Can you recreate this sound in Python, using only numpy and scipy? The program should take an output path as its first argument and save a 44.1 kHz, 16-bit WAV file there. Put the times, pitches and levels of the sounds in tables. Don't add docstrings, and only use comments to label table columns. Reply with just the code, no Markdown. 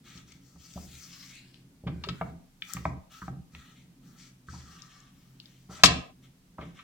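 import sys
import numpy as np
from scipy import signal
from scipy.io import wavfile

SR = 44100
rng = np.random.default_rng(int(sys.argv[2]) if len(sys.argv) > 2 else 0)


def waveform_to_disk(signal):
    frames = np.transpose(np.atleast_2d(signal))
    scaled = np.clip(frames, -1, 1) * 32767
    samples = np.round(scaled).astype(np.int16)
    wavfile.write(sys.argv[1], SR, samples)


def boost_factor(decibels):
    exponent = np.asarray(decibels, float) / 20
    return 10 ** exponent


N = 301203


def rms_one(x):
    return x / np.sqrt(np.mean(x ** 2) + 1e-20)


def band(x, low_hz, high_hz):
    edges_hz = [low_hz, min(high_hz, .45 * SR)]
    return signal.sosfilt(signal.butter(2, edges_hz, "band", fs=SR, output="sos"), x)


def at_hz(points, hz):
    points_hz, values = np.transpose(points)
    return np.interp(np.log(hz), np.log(points_hz + 1), values)


def background():
    # frequency in Hz, relative density in dB per Hz.
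    spectrum = [(15, -39), (25, 2), (102, -7), (134, -13.5), (157, -7), (309, -17), (775, -18),
                (1330, -21.5), (1610, -21.5), (5880, -24), (16000, -30.5)]
    # frequency in Hz, left-right correlation (clipped to 0..1 after interpolation).
    likeness = [(60, 1), (380, 0.61), (2380, -1.1)]
    # centre in Hz, width in Hz, rms level in dB.
    hum_tones = [(130, 5.1, -64), (187.5, 11, -71.5), (243.1, 5.7, -76.5)]
    noise_rms_db = -65.5
    edges_hz = 25 * 2 ** np.arange(0, 9.5, 1 / 3)
    white = rng.standard_normal((2, 2, N))
    noise = 0
    for k, (low_hz, high_hz) in enumerate(zip(edges_hz, edges_hz[1:])):
        mid, side = band(white[k % 2], low_hz, high_hz)
        centre_hz = np.sqrt(low_hz * high_hz)
        alike = np.clip(at_hz(likeness, centre_hz), 0, 1)
        stereo = np.sqrt(1 + alike) * mid + np.sqrt(1 - alike) * side * [[1], [-1]]
        noise = noise + boost_factor(at_hz(spectrum, centre_hz)) * stereo
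    hum = 0
    for hz, width_hz, db in hum_tones:
        tone = band(rng.standard_normal(N), hz - width_hz / 2, hz + width_hz / 2)
        hum = hum + boost_factor(db) * rms_one(tone)
    return boost_factor(noise_rms_db) * rms_one(noise) + hum


def drift(rate_hz):
    pole = np.exp(-80 * np.pi * rate_hz / SR)
    noise = rng.standard_normal(N // 40 + 2002)
    slow = signal.lfilter([1], [1, -2 * pole, pole * pole], noise)[2000:]
    return np.interp(np.arange(N) / 40, np.arange(len(slow)), rms_one(slow))


def ring(force, hz, t60_s):
    radius, w = np.exp(-np.log(1000) / (t60_s * SR)), 2 * np.pi * hz / SR
    return signal.lfilter([0, np.sin(w)], [1, -2 * radius * np.cos(w), radius * radius], force + 1e-18)


def around(hz, centre_hz, db_per_octave):
    return boost_factor(-db_per_octave * np.abs(np.log2(hz / centre_hz)))


def stove():
    # frequency in Hz, relative level in dB, t60 in s.
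    modes = [(75.7, 5, 0.3), (131, -2, 0.25), (173.1, 7, 0.12), (205.6, -1, 0.049), (266.2, 3, 0.058),
             (330, -9.5, 0.033)]
    # start in s, peak in dB before gate and band-pass,
    # centre in Hz, s until a noise suppressor cuts the thump off.
    thump_rows = [(0.153, -41.5, 147, .27), (0.551, -45.5, 86, 0.051), (0.758, -29.5, 127, 0.3),
                  (1.837, -31.5, 130, 0.12), (1.865, -22, 174, 0.076), (1.959, -31, 156, 0.22),
                  (2.086, -27.5, 172, 0.066), (2.21, -29, 173, 0.14), (2.313, -37, 163, 0.063),
                  (2.749, -29.5, 125, 0.17), (2.855, -22.5, 102, 0.13), (3.22, -34.5, 101, 0.12),
                  (3.281, -27.5, 112, 0.12), (3.534, -41.5, 77, 0.064), (4.483, -38, 66, 0.19),
                  (4.53, -37, 128, 0.19), (4.698, -44, 197.6, 0.12), (5.694, -36.5, 175, 0.17),
                  (5.836, -13.5, 203, 0.16), (6.588, -30, 204.7, 0.16)]
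    tremble_db = -61
    out, size = np.zeros(N + SR), SR // 2
    t = np.arange(size) / SR
    noises = rng.standard_normal((len(thump_rows), size))
    for (start_s, peak_db, centre_hz, gate_closes_s), noise in zip(thump_rows, noises):
        push = 0.37 * np.exp(-t / 0.00079)
        rocking = 0.33 * noise * (1 - np.exp(-t / 0.0013)) * np.exp(-t / 0.11)
        force = push + rocking
        thump = sum(ring(force, hz, t60_s) * boost_factor(db) * around(hz, centre_hz, 8) for hz, db, t60_s in modes)
        gate = np.exp(-np.maximum(t - gate_closes_s, 0) / 0.009)
        thump = thump / np.max(np.abs(thump)) * gate
        first = round(start_s * SR)
        out[first:first + size] += boost_factor(peak_db) * thump
    tremble = sum(rms_one(ring(rng.standard_normal(N), hz, t60_s)) * boost_factor(db) for hz, db, t60_s in modes[1:])
    tremble = boost_factor(tremble_db + 2 * drift(2.4)) * rms_one(tremble)
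    return band(band(out[:N] + tremble, 55, 890), 55, 890)


def strokes():
    # start in s, length in s, hiss in dB (of the blade, or of the sliding pan),
    # drone in dB (weight on the pan), peel in dB (stickiness); levels before attack and sag.
    stroke_rows = [(0.034, 0.17, -54, -60, -66), (0.25, 0.11, -61.5, -71, -72), (0.38, 0.26, -71, -77, -74),
                   (0.577, 0.22, -59, -72, -65), (0.725, 0.16, -55, -70, -58), (0.866, 0.45, -54, -66, -60),
                   (1.168, 0.23, -52.5, -72.5, -69), (1.374, 0.22, -66, -74.5, -83),
                   (1.88, 0.35, -71, -66, -79.5), (2.01, 0.28, -64.5, -60.5, -70.5),
                   (2.6, 0.22, -58.5, -62, -62.5), (2.672, 0.095, -50.5, -50.5, -52.5),
                   (2.828, 0.041, -54.5, -77, -67), (3.094, 0.17, -55.5, -56.5, -63),
                   (3.513, 0.21, -59.5, -60.5, -71), (3.725, 0.099, -63.5, -83, -79),
                   (4.013, 0.28, -67, -68, -71), (4.161, 0.11, -54.5, -82, -71),
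                   (4.465, 0.196, -54.5, -59.5, -72.5), (4.643, 0.23, -57.5, -58, -72),
                   (4.871, 0.21, -61, -62.5, -81), (5.097, 0.39, -71.5, -77, -74),
                   (5.401, 0.26, -66.5, -81, -73), (5.691, 0.11, -48.5, -54, -65),
                   (6.217, 0.036, -59.5, -70, -70), (6.568, .14, -63.5, -62, -85.5),
                   (6.739, 0.074, -56.5, -59, -88)]
    attack_s, attack_share = 0.025, 0.12
    sag_db, release_s = 6, 0.025
    t, power = np.arange(N) / SR, np.zeros((3, N))
    for start_s, length_s, *levels_db in stroke_rows:
        since_s = t - start_s
        attack = np.clip(since_s / (attack_s + attack_share * length_s), 0, 1)
        sag = boost_factor(-sag_db * np.clip(since_s / length_s, 0, 1))
        release = np.exp(-np.maximum(since_s - length_s, 0) / release_s)
        power += (boost_factor(np.array(levels_db))[:, None] * attack * sag * release) ** 2
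    return np.sqrt(power)


def slips(per_s, spread_db):
    sizes = boost_factor(spread_db * np.minimum(rng.exponential(1, N), 4)) * rng.choice([-1, 1], N)
    chance = per_s * boost_factor(2 * drift(25)) / SR
    return rms_one(sizes * (rng.random(N) < chance))


def resonances(force, peaks, patchy_db):
    total = 0
    for hz, width_hz, db in peaks:
        peak = rms_one(band(force, hz - width_hz / 2, hz + width_hz / 2))
        total = total + peak * boost_factor(db + patchy_db * drift(11))
    return rms_one(total)


def rubbing():
    # centre in Hz, width in Hz, relative level in dB (before the blade turns).
    drone_peaks = [(820, 71, -16), (1287, 150, -0.5), (1790, 320, -6.5), (1979, 230, -4)]
    hiss_peaks = [(2308, 680, 0), (3200, 1630, 5), (4710, 580, -5.5), (5463, 1810, 3), (6490, 2640, -0.5)]
    # time in s, tilt of the hiss in dB per octave,
    # shift of the resonances in semitones.
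    blade = [(0, -4, 0), (.35, -1, 0), (.47, 7.5, 0), (0.648, 7.5, 0), (.9, 2, 2.5), (1.201, 2, -2.5),
             (1.501, -8, 5), (2.721, 3, 0), (3.702, -5.5, 0), (4.55, 2.5, 0), (5.0, -1.5, -1.5),
             (5.75, 0.5, 0.5), (6.6, -7.5, -1.5)]
    hiss_gain, drone_gain, peel_gain = strokes()
    n = np.arange(N)
    times_s, tilts, shifts = np.transpose(blade)
    tilt_db_per_octave = np.interp(n / SR, times_s, tilts)
    semitones = np.interp(n / SR, times_s, shifts)
    force = slips(per_s=7800, spread_db=-3.5)
    hiss_parts = [resonances(force, [peak], patchy_db=2.0) * boost_factor(peak[2]) for peak in hiss_peaks]
    drone = resonances(force, drone_peaks, patchy_db=1.5)
    position = np.cumsum(2 ** (semitones / 12))
    hiss_parts = [np.interp(position, n, part, period=N) for part in hiss_parts]
    drone = np.interp(position, n, drone, period=N)
    hiss = 0
    for part, (hz, _, _) in zip(hiss_parts, hiss_peaks):
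        hiss = hiss + part * boost_factor(tilt_db_per_octave * np.log2(hz / 4000))
    peel = band(force, 8500, SR)
    peel = rms_one(peel + 4.2 * band(peel, 9400, SR))
    return hiss_gain * rms_one(hiss) + drone_gain * drone + peel_gain * peel


def knocks():
    # start in s, peak in dB ahead of placing, centre in Hz,
    # spread in octaves to each side, length in ms.
    knock_rows = [(.175, -43, 3900, 0.6, 3.2), (0.319, -43, 2730, 1.44, 4.2), (0.555, -54, 870, 1.15, 12),
                  (0.737, -41, 5100, 0.66, 1.2), (0.756, -43, 655, 0.29, 17),
                  (0.772, -39.5, 820, 0.71, 5.6), (1.351, -49, 6300, 0.71, 2.8),
                  (1.543, -42, 3200, 0.68, 0.56), (1.834, -49.5, 587, 0.6, 18), (1.868, -32, 920, 1.67, 17),
                  (2.037, -24.5, 1940, 1.18, 6.1), (2.067, -37, 440, 0.33, 4.3),
                  (2.087, -22, 2030, 1.22, 5.8), (2.211, -23.5, 950, 0.9, 5), (2.621, -25, 2620, 0.51, 1.7),
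                  (2.735, -21.5, 7870, 1.0, 1.33), (2.767, -29, 1390, 0.85, 5.2),
                  (2.853, -16, 1060, 0.77, 1.5), (3.216, -35, 1292, 0.38, 8), (3.28, -28.5, 920, 0.75, 1.6),
                  (3.549, -34, 1955, 0.96, 1.7), (4.485, -36, 1384, 0.31, 2.8),
                  (4.529, -46.5, 920, 0.29, 25), (4.82, -36.5, 5070, 0.32, 0.94),
                  (5.002, -49, 6150, 0.22, 1), (5.4, -35.5, 3600, 0.5, 1.1),
                  (5.457, -40.5, 4160, 0.32, 0.71), (5.687, -41, 602, 1.6, 50), (5.79, -44, 1100, 1.1, 18),
                  (5.835, 4, 1940, 1.57, 5.94), (5.843, -11, 2600, 1.8, 12.4),
                  (5.857, -5.5, 3700, 0.75, 5.5), (6.581, -33, 947, 0.83, 12.5),
                  (6.608, -37.5, 1000, 1.5, 20), (6.789, -41, 1876, 0.81, 11.7)]
    # frequency in Hz, mean relative level in dB, t60 in s.
    pan_modes = [(465, -1, 0.05), (665, 0, 0.05), (789, 0, 0.043), (1067, -4, 0.022), (1240, -5, 0.04),
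                 (1319, 1.5, 0.038), (1612, -4.5, 0.024), (2499, -6.5, 0.022), (2855, -13, 0.05),
                 (3700, -7, 0.04), (4492, -0.5, 0.041), (5380, -1.5, 0.048), (7420, -4, 0.058)]
    ring_db, mode_spread_db = -37.5, 1.5
    out, size = np.zeros(N + SR), SR // 2
    ms = np.arange(size) / SR * 1000
    chatter = rng.standard_normal((len(knock_rows), size))
    offsets_db = rng.normal(0, mode_spread_db, (len(knock_rows), len(pan_modes)))
    for (start_s, peak_db, centre_hz, octaves, length_ms), noise, more_db in zip(knock_rows, chatter, offsets_db):
        force = noise * np.exp(-ms / length_ms) * (1 - np.exp(-ms / (0.2 * length_ms)))
        edges_hz = centre_hz / 2 ** octaves, centre_hz * 2 ** octaves
        force = band(band(force, *edges_hz), *edges_hz)
        ringing = sum(ring(force, hz, t60_s) * boost_factor(db + m) for (hz, db, t60_s), m in zip(pan_modes, more_db))
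        blow = force + boost_factor(ring_db) * ringing
        first = round(start_s * SR)
        out[first:first + size] += boost_factor(peak_db) * blow / np.max(np.abs(blow))
    return out[:N]


def placed(x, treble_db, left_lag_s):
    n = np.arange(len(x))
    bass = signal.sosfilt(signal.butter(1, 300, fs=SR, output="sos"), x)
    late = np.interp(n - left_lag_s * SR, n, x - bass)
    left = bass + late + (boost_factor(treble_db / 2) - 1) * band(late, 3200, SR)
    right = x + (boost_factor(-treble_db / 2) - 1) * band(x, 2100, SR)
    return np.array([left, right])


def kitchen(x):
    # t60 in s of each band, and the band edges in Hz.
    t60s_s = [0.35, 0.52, 0.33, 0.38, 0.27, 0.31]
    edges_hz = [120, 400, 900, 1800, 3500, 6000, 8700]
    first_wall_s, gate_closes_s = 0.00052, .265
    t = np.arange(SR // 2) / SR
    gate = np.exp(-np.maximum(t - gate_closes_s, 0) / 0.015)
    noise = rng.standard_normal((len(t60s_s), 2, len(t))) * (t > first_wall_s) * gate
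    response = 0
    for n, low_hz, high_hz, t60_s in zip(noise, edges_hz, edges_hz[1:], t60s_s):
        response = response + band(n, low_hz, high_hz) * np.exp(-np.log(1000) * t / t60_s)
    response = response / np.sqrt(np.sum(response ** 2) / 2)
    return signal.fftconvolve(x[None], response, axes=1)[:, :N]


def scene():
    reflections_db = -10.5
    hits, rub, low = knocks(), rubbing(), stove()
    near = placed(hits, treble_db=15.5, left_lag_s=7 / SR)
    near = near + placed(rub, treble_db=13.0, left_lag_s=.00005) + low
    reflected = kitchen(hits + boost_factor(5.5) * rub + boost_factor(-5.0) * low)
    return near + boost_factor(reflections_db) * reflected + background()


def roll_off(x):
    return signal.sosfilt(signal.butter(12, 16430, fs=SR, output="sos"), x)


def record(dry):
    mix = np.clip(dry, -1, 1)
    return roll_off(mix)


dry = scene()
out = record(dry)
waveform_to_disk(out)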